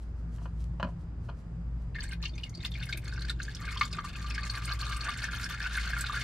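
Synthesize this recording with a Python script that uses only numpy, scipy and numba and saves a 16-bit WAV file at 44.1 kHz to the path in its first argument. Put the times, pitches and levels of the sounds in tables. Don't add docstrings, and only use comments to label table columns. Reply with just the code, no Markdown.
import sys
import numpy as np
from scipy import signal
from scipy.fft import rfft, irfft
from scipy.io import wavfile
from scipy.ndimage import uniform_filter1d
from numba import njit

SR = 44100
rng = np.random.default_rng(int(sys.argv[2]) if len(sys.argv) > 2 else 0)


def wav_out(sig):
    wavfile.write(sys.argv[1], SR, np.round(np.clip(np.atleast_2d(sig).T, -1, 1) * 32767).astype(np.int16))


N = 274743
TIME = np.arange(N) / SR
SIDE = np.array([[1], [-1]])

# (time [s], gurgle level [dB], spray level [dB], gurgle pitch [Hz])
OIL_FLOW = [(1.945, -65, -46.5, 1820), (2.03, -56.5, -58.5, 1770), (2.13, -53, -54, 1780),
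            (2.18, -76, -72.5, 1720), (2.3, -66, -59.5, 2380), (2.56, -73, -64, 2240),
            (2.8, -54, -55.5, 1790), (3.07, -61.5, -61, 1525), (3.36, -47.5, -46.5, 1570),
            (3.5, -61, -60, 1540), (3.62, -51.5, -53.5, 1290), (3.7, -47.5, -49, 1320),
            (3.8, -51, -51, 1183), (4.24, -53.5, -53.5, 1280), (4.47, -47.5, -49, 1262),
            (4.95, -43.5, -48, 1280), (5.15, -41, -48, 1535), (6.0, -43.5, -48.5, 1500),
            (6.23, -39.5, -46, 1535)]
FLOW_START_S = OIL_FLOW[0][0]


def oil():
    # (time [s], dip [dB], half length [s])
    lulls = [(2.496, -17, 0.023), (3.197, -21, 0.01), (3.353, -29, 0.036), (3.579, -6, 0.018),
             (3.893, -12, 0.008), (4.025, -13, 0.015), (4.485, -25, 0.0081), (5.21, -9.5, 0.0065),
             (5.476, -19, 0.0088), (5.686, -8, 0.0092)]
    lull_db = sum(dip * np.exp(-((TIME - at) / half) ** 4) for at, dip, half in lulls)
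    gurgle_db, spray_db, gurgle_hz = curve(OIL_FLOW)
    gurgle_db, spray_db = gurgle_db + lull_db, spray_db + lull_db
    return drain_pan(drops(spray_db) + stream(gurgle_db, spray_db, gurgle_hz) + patter(spray_db))


def drops(spray_db, strays_from_s=3.2):
    # (time [s], level [dB], pitch [Hz])
    landings = [(1.952, -31.5, 1750), (1.96, -36.5, 2070), (1.985, -33, 1744), (2.0262, -48, 1964),
                (2.0345, -37, 8300), (2.044, -47, 1700), (2.091, -44, 2100), (2.202, -49, 1700),
                (2.221, -49, 2390), (2.079, -48.5, 4200), (2.089, -45.5, 8300), (2.119, -35, 1590),
                (2.127, -48.5, 9500), (2.2534, -27, 2745), (2.262, -38, 3090), (2.2923, -49, 4480),
                (2.279, -48.5, 6160), (2.335, -52, 3570), (2.353, -51, 6140), (2.3793, -38.5, 2415),
                (2.379, -44, 4750), (2.4338, -31, 2900), (2.437, -42.5, 4930), (2.463, -49.5, 2170),
                (2.478, -50, 2060), (2.4938, -43.5, 6530), (2.527, -55, 2060), (2.541, -51, 4270),
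                (2.5493, -39, 4610), (2.573, -44, 4550), (2.6035, -44.5, 3650), (2.632, -46, 2500),
                (2.6472, -38.5, 2730), (2.677, -47, 2390), (2.647, -35, 3540), (2.71, -49, 11300),
                (2.717, -38, 3570), (2.7394, -39, 3370), (2.7518, -33, 2250), (2.802, -44.5, 4230),
                (2.812, -35, 1510), (2.825, -37, 3600), (2.827, -37, 2140), (2.867, -42, 2070),
                (2.832, -33, 2730), (2.834, -44, 10200), (2.856, -41.5, 10100), (2.891, -33.5, 1540),
                (2.89, -35.5, 4760), (2.9255, -27.5, 3730), (2.9274, -26, 2270), (2.973, -32.5, 11640),
                (2.981, -53, 12400), (2.9729, -33, 2307), (3.0272, -49, 2100), (3.036, -40.5, 1650),
                (3.042, -45.5, 8000), (3.054, -48, 4280), (3.075, -36, 1470), (3.078, -43, 6640),
                (3.116, -45.5, 3780), (3.136, -39.5, 5040), (3.146, -41, 1510), (3.192, -39, 4130),
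                (3.124, -35.5, 1500), (3.177, -35, 1476), (3.219, -33, 4020), (3.2473, -36.5, 1590),
                (3.2842, -32.5, 1690), (3.299, -32, 1386), (3.2966, -25, 3880), (3.299, -36, 7830),
                (3.4, -28.5, 1590), (3.418, -38.5, 3900), (3.43, -34.5, 6420), (3.481, -33.5, 1680),
                (3.549, -32, 5270), (3.5663, -39, 3390), (3.616, -39, 1320), (3.626, -34, 1264),
                (3.642, -34, 1205), (3.676, -33.5, 1550), (3.7249, -32.5, 2100), (3.7611, -31, 1070),
                (3.6867, -30.5, 2240), (3.778, -44, 1120), (3.773, -28.5, 3210), (3.8106, -14, 1183),
                (3.8096, -31, 4290), (3.811, -17.5, 2043), (3.833, -31.5, 3380), (3.8524, -36.5, 7120),
                (3.9276, -31, 4920), (3.9307, -35.5, 3920), (3.9328, -33, 2530), (3.985, -22.5, 1220),
                (4.042, -30, 1165), (4.047, -40.5, 7650), (4.0938, -46, 1640), (4.155, -34, 2570),
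                (4.2441, -33, 1210), (4.261, -44, 4220), (4.301, -34.5, 5240), (4.306, -33, 2630),
                (4.3425, -35, 2140), (4.347, -33, 5070), (4.3523, -29, 2150), (4.3793, -23.5, 1714),
                (4.432, -36, 4360), (4.464, -42, 5530), (4.494, -39, 1625), (4.4979, -29, 4360),
                (4.511, -41, 8600), (4.54, -42, 1460), (4.552, -35.5, 4080), (4.573, -30.5, 1550),
                (4.654, -32, 8440), (4.681, -29.5, 1375), (4.733, -38, 11400), (4.812, -32, 4390),
                (4.9193, -32.5, 3900), (4.967, -34.5, 8440), (5.009, -34.5, 4480), (5.0673, -31, 1470),
                (5.0838, -23.5, 1213), (5.092, -39, 9100), (5.2404, -31, 5680), (5.241, -24.5, 1685),
                (5.173, -36, 7340), (5.41, -40, 12200), (5.441, -27.5, 5430), (5.4988, -37, 11600),
                (5.506, -32, 1720), (5.538, -29, 1446), (5.6028, -31, 1690), (5.6608, -25, 1483),
                (5.751, -31.5, 3630), (5.768, -34.5, 9530), (5.774, -24, 1462), (5.782, -24, 2114),
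                (5.9327, -26, 1610), (5.965, -25, 1398), (5.985, -35, 11500), (6.007, -34.5, 11940),
                (6.0085, -25.5, 7850), (6.041, -27.5, 1456), (6.066, -29, 3720), (6.096, -28.5, 1160),
                (6.13, -29, 1230), (6.1423, -26, 1455)]
    # (time [s], t60 at 1500 Hz [s])
    ring_times = [(2.2, 0.031), (3.0, 0.02), (6.0, 0.02)]
    s, db, hz = np.transpose(landings)
    timing, tuning, strength = rng.random((24, 3)).T
    stray_s = strays_from_s + (N / SR - .05 - strays_from_s) * timing
    s = np.append(s, stray_s)
    hz = np.append(hz, 1500 * 4 ** tuning)
    db = np.append(db, spray_db[samples(stray_s)] + 8.5 + 5 * strength)
    t60 = np.interp(s, *np.transpose(ring_times)) * (1500 / hz) ** 0.21
    splash_db = db - 15.5 + 2.9 * np.log2(hz / 1500)
    return plops(s, db, hz, t60) + splashes(s, splash_db, 1.13 * hz, t60=0.028, octaves=0.38)


def plops(s, db, hz, t60, count=4):
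    timing, tuning, rise = rng.random((len(s), count, 3)).transpose(2, 0, 1)
    order, hz = np.arange(count), hz[:, None]
    start = samples(s[:, None] + 0.004 * (1500 / hz) ** 0.5 * timing * order)
    spread = 0.042 * (hz / 1500) ** 0.634
    pitch = hz * (1 + spread * (2 * tuning - 1) * (order > 0))
    size = undb(db[:, None] + 0.5 - 2.84 * order)
    return bubbles(start.ravel(), pitch.ravel(), np.repeat(t60, count), size.ravel(),
                   glide=0.17 * rise.ravel(), rise_cycles=1.34)


def splashes(s, db, hz, t60, octaves):
    out = 0
    for centre in 800 * 2 ** np.arange(0, 4.3, .5):
        hits = np.zeros(N)
        np.add.at(hits, samples(s), undb(db - 4.3 * (np.log2(hz / centre) / octaves) ** 2) ** 2)
        power = signal.lfilter([1], [1, -1000 ** (-2 / (t60 * SR))], hits)
        power = uniform_filter1d(power, size=264, origin=131)
        mid, side = steep_band(rng.standard_normal((2, N)), centre, centre / 1.18) / np.sqrt(centre / SR)
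        out = out + np.sqrt(np.abs(power)) * (mid + min(centre / 20000, 1) * side * SIDE)
    return out


def stream(gurgle_db, spray_db, gurgle_hz):
    # (time [s], share [0-1])
    breakup = [(2.4, 0.9), (3.2, 0.42), (5.0, 0.3)]
    flutter = walk(28)
    burst = (flutter - uniform_filter1d(flutter, size=9000)) * curve(breakup)[0]
    gurgle = bubble_rain(gurgle_db - 1.5 + 6.3 * burst, 0.86 * gurgle_hz,
                         octaves=1.6, cycles=20.4, scatter_db=3, count=3000)
    plips = bubble_rain(gurgle_db + 0.3 + 4.3 * burst, 0.9 * gurgle_hz,
                        octaves=0.585, cycles=41.6, scatter_db=3.5, count=700)
    spray = bubble_rain(spray_db - 0.5 + 8.2 * burst, 3000,
                        octaves=2.46, cycles=20, scatter_db=5, count=1400)
    pings = bubble_rain(spray_db + 4 + 6 * burst, 1900,
                        octaves=1.913, cycles=43.6, scatter_db=3.5, count=700)
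    spatter = bubble_rain(spray_db + 9.5 * burst, 3500,
                          octaves=2.32, cycles=22, scatter_db=5.5, count=1200)
    glug = bubble_rain(gurgle_db - 11 + 10.3 * burst, 0.45 * gurgle_hz,
                       octaves=0.98, cycles=11.6, scatter_db=4, count=900)
    return glug + gurgle + plips + pings + spray + spatter * SIDE


def bubble_rain(db, lowest_hz, octaves, cycles, scatter_db, count):
    timing, tuning, strength = rng.random((count, 3)).T
    start = samples(FLOW_START_S + (N / SR - FLOW_START_S) * timing)
    pitch = np.broadcast_to(lowest_hz, N)[start] * 2 ** (octaves * tuning ** 1.618)
    size = undb(db[start] - scatter_db * np.log(1 - .97 * strength))
    return bubbles(start, pitch, cycles / pitch, size, glide=np.full(count, .08), rise_cycles=0.65)


@njit
def bubbles(start, hz, t60, size, glide, rise_cycles):
    out = np.zeros(N)
    for k in range(len(start)):
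        length, phase = int(t60[k] * SR), 0.
        for i in range(min(length, N - start[k])):
            phase += 2 * np.pi * min(hz[k] * (1 + glide[k] * i / length) / SR, .45)
            swell = 1 - np.exp(-phase / (2 * np.pi * rise_cycles))
            out[start[k] + i] += size[k] * swell * np.sin(phase) * 1000. ** (-i / length)
    return out


def patter(spray_db):
    timing, strength, tuning = rng.random((300, 3)).T
    s = FLOW_START_S + (N / SR - FLOW_START_S) * timing ** 0.47
    db = spray_db[samples(s)] - 10.5 + 11 * strength
    return splashes(s, db, 2200 * 2 ** (1.68 * tuning), t60=0.054, octaves=0.72)


def drain_pan(liquid):
    # (pitch [Hz], width [Hz], gain [dB])
    pan_modes = [(1190, 76, 4.5), (1630, 160, 4.5), (2195, 89, 2.5), (2610, 560, 1), (3576, 200, 5),
                 (4410, 330, 6.5), (5340, 114, 5), (5900, 190, -5), (6870, 620, -5.5), (8550, 680, -5.5),
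                 (12000, 170, -3)]
    return liquid + sum(undb(db) * band(liquid, hz, width) for hz, width, db in pan_modes)


def filter_can():
    # (time [s], peak [dB], contact [ms], scrape [ms])
    knocks = [(0.384, -49, 0.083, 1.9), (0.416, -47, 0.17, 2.9), (0.456, -38, 0.18, 3.3),
              (0.799, -27, 0.095, 4.5), (0.829, -18, 0.086, 0.69), (0.843, -32, 0.14, 4.2),
              (0.852, -43, 0.32, 2.6), (0.87, -37, 0.3, 5.2), (0.888, -41, 0.52, 3.9),
              (1.287, -35.5, 0.11, 13)]
    # (pitch [Hz], gain [dB], nominal ring time [s])
    can_modes = [(648, -3, 0.36), (720, -5, 0.18), (1004, 0, 0.23), (1134, -2.5, 0.14), (1356, -7, 0.11),
                 (1570, -9.5, 0.086), (2470, -9.5, 0.041), (2750, -11, 0.13), (2960, -5, 0.23),
                 (4030, -11, 0.11), (4280, -13, 0.16)]
    out, t = np.zeros(N), np.arange(int(.3 * SR)) / SR
    for s, db, contact_ms, scrape_ms in knocks:
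        after = np.maximum(t - scrape_ms / 1000, 0)
        envelope = 1000 ** (-after / 0.023) + 0.2 * 1000 ** (-after / 0.21)
        scrape = rng.standard_normal(len(t)) * envelope
        scrape[0] += 16 / scrape_ms
        ring = undb(-34) * scrape
        for hz, gain_db, ring_s in can_modes:
            gripped_s = 0.19 * min(ring_s, .3) * (900 / hz) ** 0.18
            ring += undb(gain_db) * band(scrape, hz, 3.3 / gripped_s)
        soft = np.exp(-1000 / (contact_ms * SR))
        ring = signal.lfilter([1], [1, -2 * soft, soft ** 2], ring)
        start = int(s * SR)
        out[start:start + len(t)] += undb(db) * ring / np.abs(ring).max()
    return out


def glove(rise_db_per_s=348, fall_db_per_s=264):
    # (time [s], level [dB])
    rubs = [(0.025, -70), (0.085, -80), (0.19, -75), (0.35, -64), (0.432, -64), (0.61, -64), (0.89, -70.5),
            (1.01, -72), (1.25, -69.5), (1.39, -69.5), (1.82, -74)]
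    envelope_db = np.max([db + np.minimum(rise_db_per_s * (TIME - s), fall_db_per_s * (s - TIME))
                          for s, db in rubs], axis=0)
    ticks = rng.standard_normal(N) * undb(3.3 * rng.exponential(size=N))
    return level(steep_band(ticks, 4500, 9000), envelope_db)


def thuds(hollow_hz=631):
    # (time [s], level [dB], pitch [Hz])
    bumps = [(0.829, -35, 178), (0.846, -39, 232), (2.329, -54, 329), (2.576, -52, 339), (2.943, -50, 345),
             (3.93, -53, 420), (3.974, -54, 376)]
    s, db, hz = np.transpose(bumps)
    start, flat = samples(s), np.zeros(len(s))
    body = bubbles(start, hz, 20 / hz, undb(db + 11), glide=flat, rise_cycles=0.66)
    hollow = bubbles(start, flat + hollow_hz, flat + 0.07, undb(db + 1.5), glide=flat, rise_cycles=0.66)
    return body + hollow


def underbody(near, t60=0.1, echo_db=-11):
    t = np.arange(int(.3 * SR)) / SR
    mid, side = rng.standard_normal((2, len(t))) * 1000 ** (-t / t60) * np.clip(t / 0.00017, 0, 1)
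    side = side - band(side, 270, 1200)
    mid = signal.lfilter([.4], [1, -.6], mid)
    tails = undb(echo_db) * (mid + 0.67 * side * SIDE) / np.sqrt(np.sum(mid ** 2))
    direct = np.array([np.roll(near[0], 1), near[1]])
    return direct + signal.fftconvolve(direct, tails, axes=1)[:, :N]


def stereo_shading(near):
    # (frequency [Hz], left minus right [dB])
    balance = [(700, 1.5), (1300, -0.5), (2400, 4.5), (4400, 0.2), (8000, -2), (13000, -3)]
    hz, db = np.transpose(balance)
    tilt_db = np.interp(np.log(np.arange(N // 2 + 1) * SR / N + 1), np.log(hz), db) / 2
    return irfft(rfft(near) * undb(tilt_db * SIDE), N)


def motors(hum_hz=56.75, in_step_s=3.27):
    # (offset above hum_hz [Hz], level [dB])
    tones = [(0, -39.5), (0.731, -49.5), (1.934, -48)]
    # (pitch [Hz], width [Hz], starting level [dB], drift [dB/s])
    drone_bands = [(47.2, 5.1, -65, -3.5), (81.1, 3.9, -50, -2), (106.66, 5.8, -49, -1),
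                   (119.44, 4.1, -50.5, -0.5), (125.25, 2.6, -52, 0.39), (165.26, 4.8, -45.5, -2.5),
                   (171.1, 5.2, -57, 0), (236.6, 6.3, -64, -0.5), (4850, 460, -86, 1)]
    t = TIME - in_step_s
    hum = sum(np.sqrt(2) * undb(db) * np.sin(2 * np.pi * (hum_hz + beat) * t) for beat, db in tones)
    drones = sum(level(steep_band(rng.standard_normal(N), hz, width), db + drift * TIME)
                 for hz, width, db, drift in drone_bands)
    wide_rumble = level(band(rng.standard_normal(N), 60, 40), -62) * SIDE
    return (hum + drones) * undb(.35 * SIDE) + wide_rumble


def garage_air(level_db=-44.5):
    # (frequency [Hz], relative level [dB])
    colour = [(15, -34), (25, 1), (64, -2.5), (120, -6), (169, -11), (285, -22.5), (750, -34), (950, -34),
              (1080, -31.5), (3420, -56.5), (8550, -57), (13000, -99)]
    out, (colour_hz, colour_db) = 0, np.transpose(colour)
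    for hz in 40 * 2 ** np.arange(0, 8.5, .5):
        mid, side = steep_band(rng.standard_normal((2, N)), hz, hz / 2)
        db = np.interp(np.log(hz), np.log(colour_hz), colour_db) + 0.98 * walk(3.784)
        out = out + undb(db) * (mid + min(hz / 1830, 1) * side * SIDE)
    return level(out, level_db)


def undb(db):
    return 10 ** (np.asarray(db) / 20)


def level(x, db):
    return x * undb(db) / np.sqrt(np.mean(x ** 2))


def samples(s):
    return (s * SR).astype(np.int64)


def curve(table):
    s, *columns = np.transpose(table)
    return [np.interp(TIME, s, column) for column in columns]


def band(x, hz, width):
    return signal.lfilter(*signal.iirpeak(hz, hz / width, SR), x)


def steep_band(x, hz, width):
    return band(band(x, hz, width), hz, width)


def walk(rate_hz):
    hold = int(SR / rate_hz)
    steps = np.repeat(rng.standard_normal(N // hold + 1), hold)
    return 2.22 * uniform_filter1d(uniform_filter1d(steps, hold), hold)[:N]


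def scene():
    near = undb(-4.5) * oil() + filter_can() + glove() + thuds()
    return stereo_shading(underbody(near)) + motors() + garage_air()


def record(dry, dull_hz=13000, top_hz=15500):
    dull = signal.sosfilt(signal.butter(2, dull_hz, fs=SR, output="sos"), dry)
    return signal.sosfilt(signal.ellip(10, .2, 80, top_hz, fs=SR, output="sos"), dull)


dry = scene()
out = record(dry)
wav_out(out)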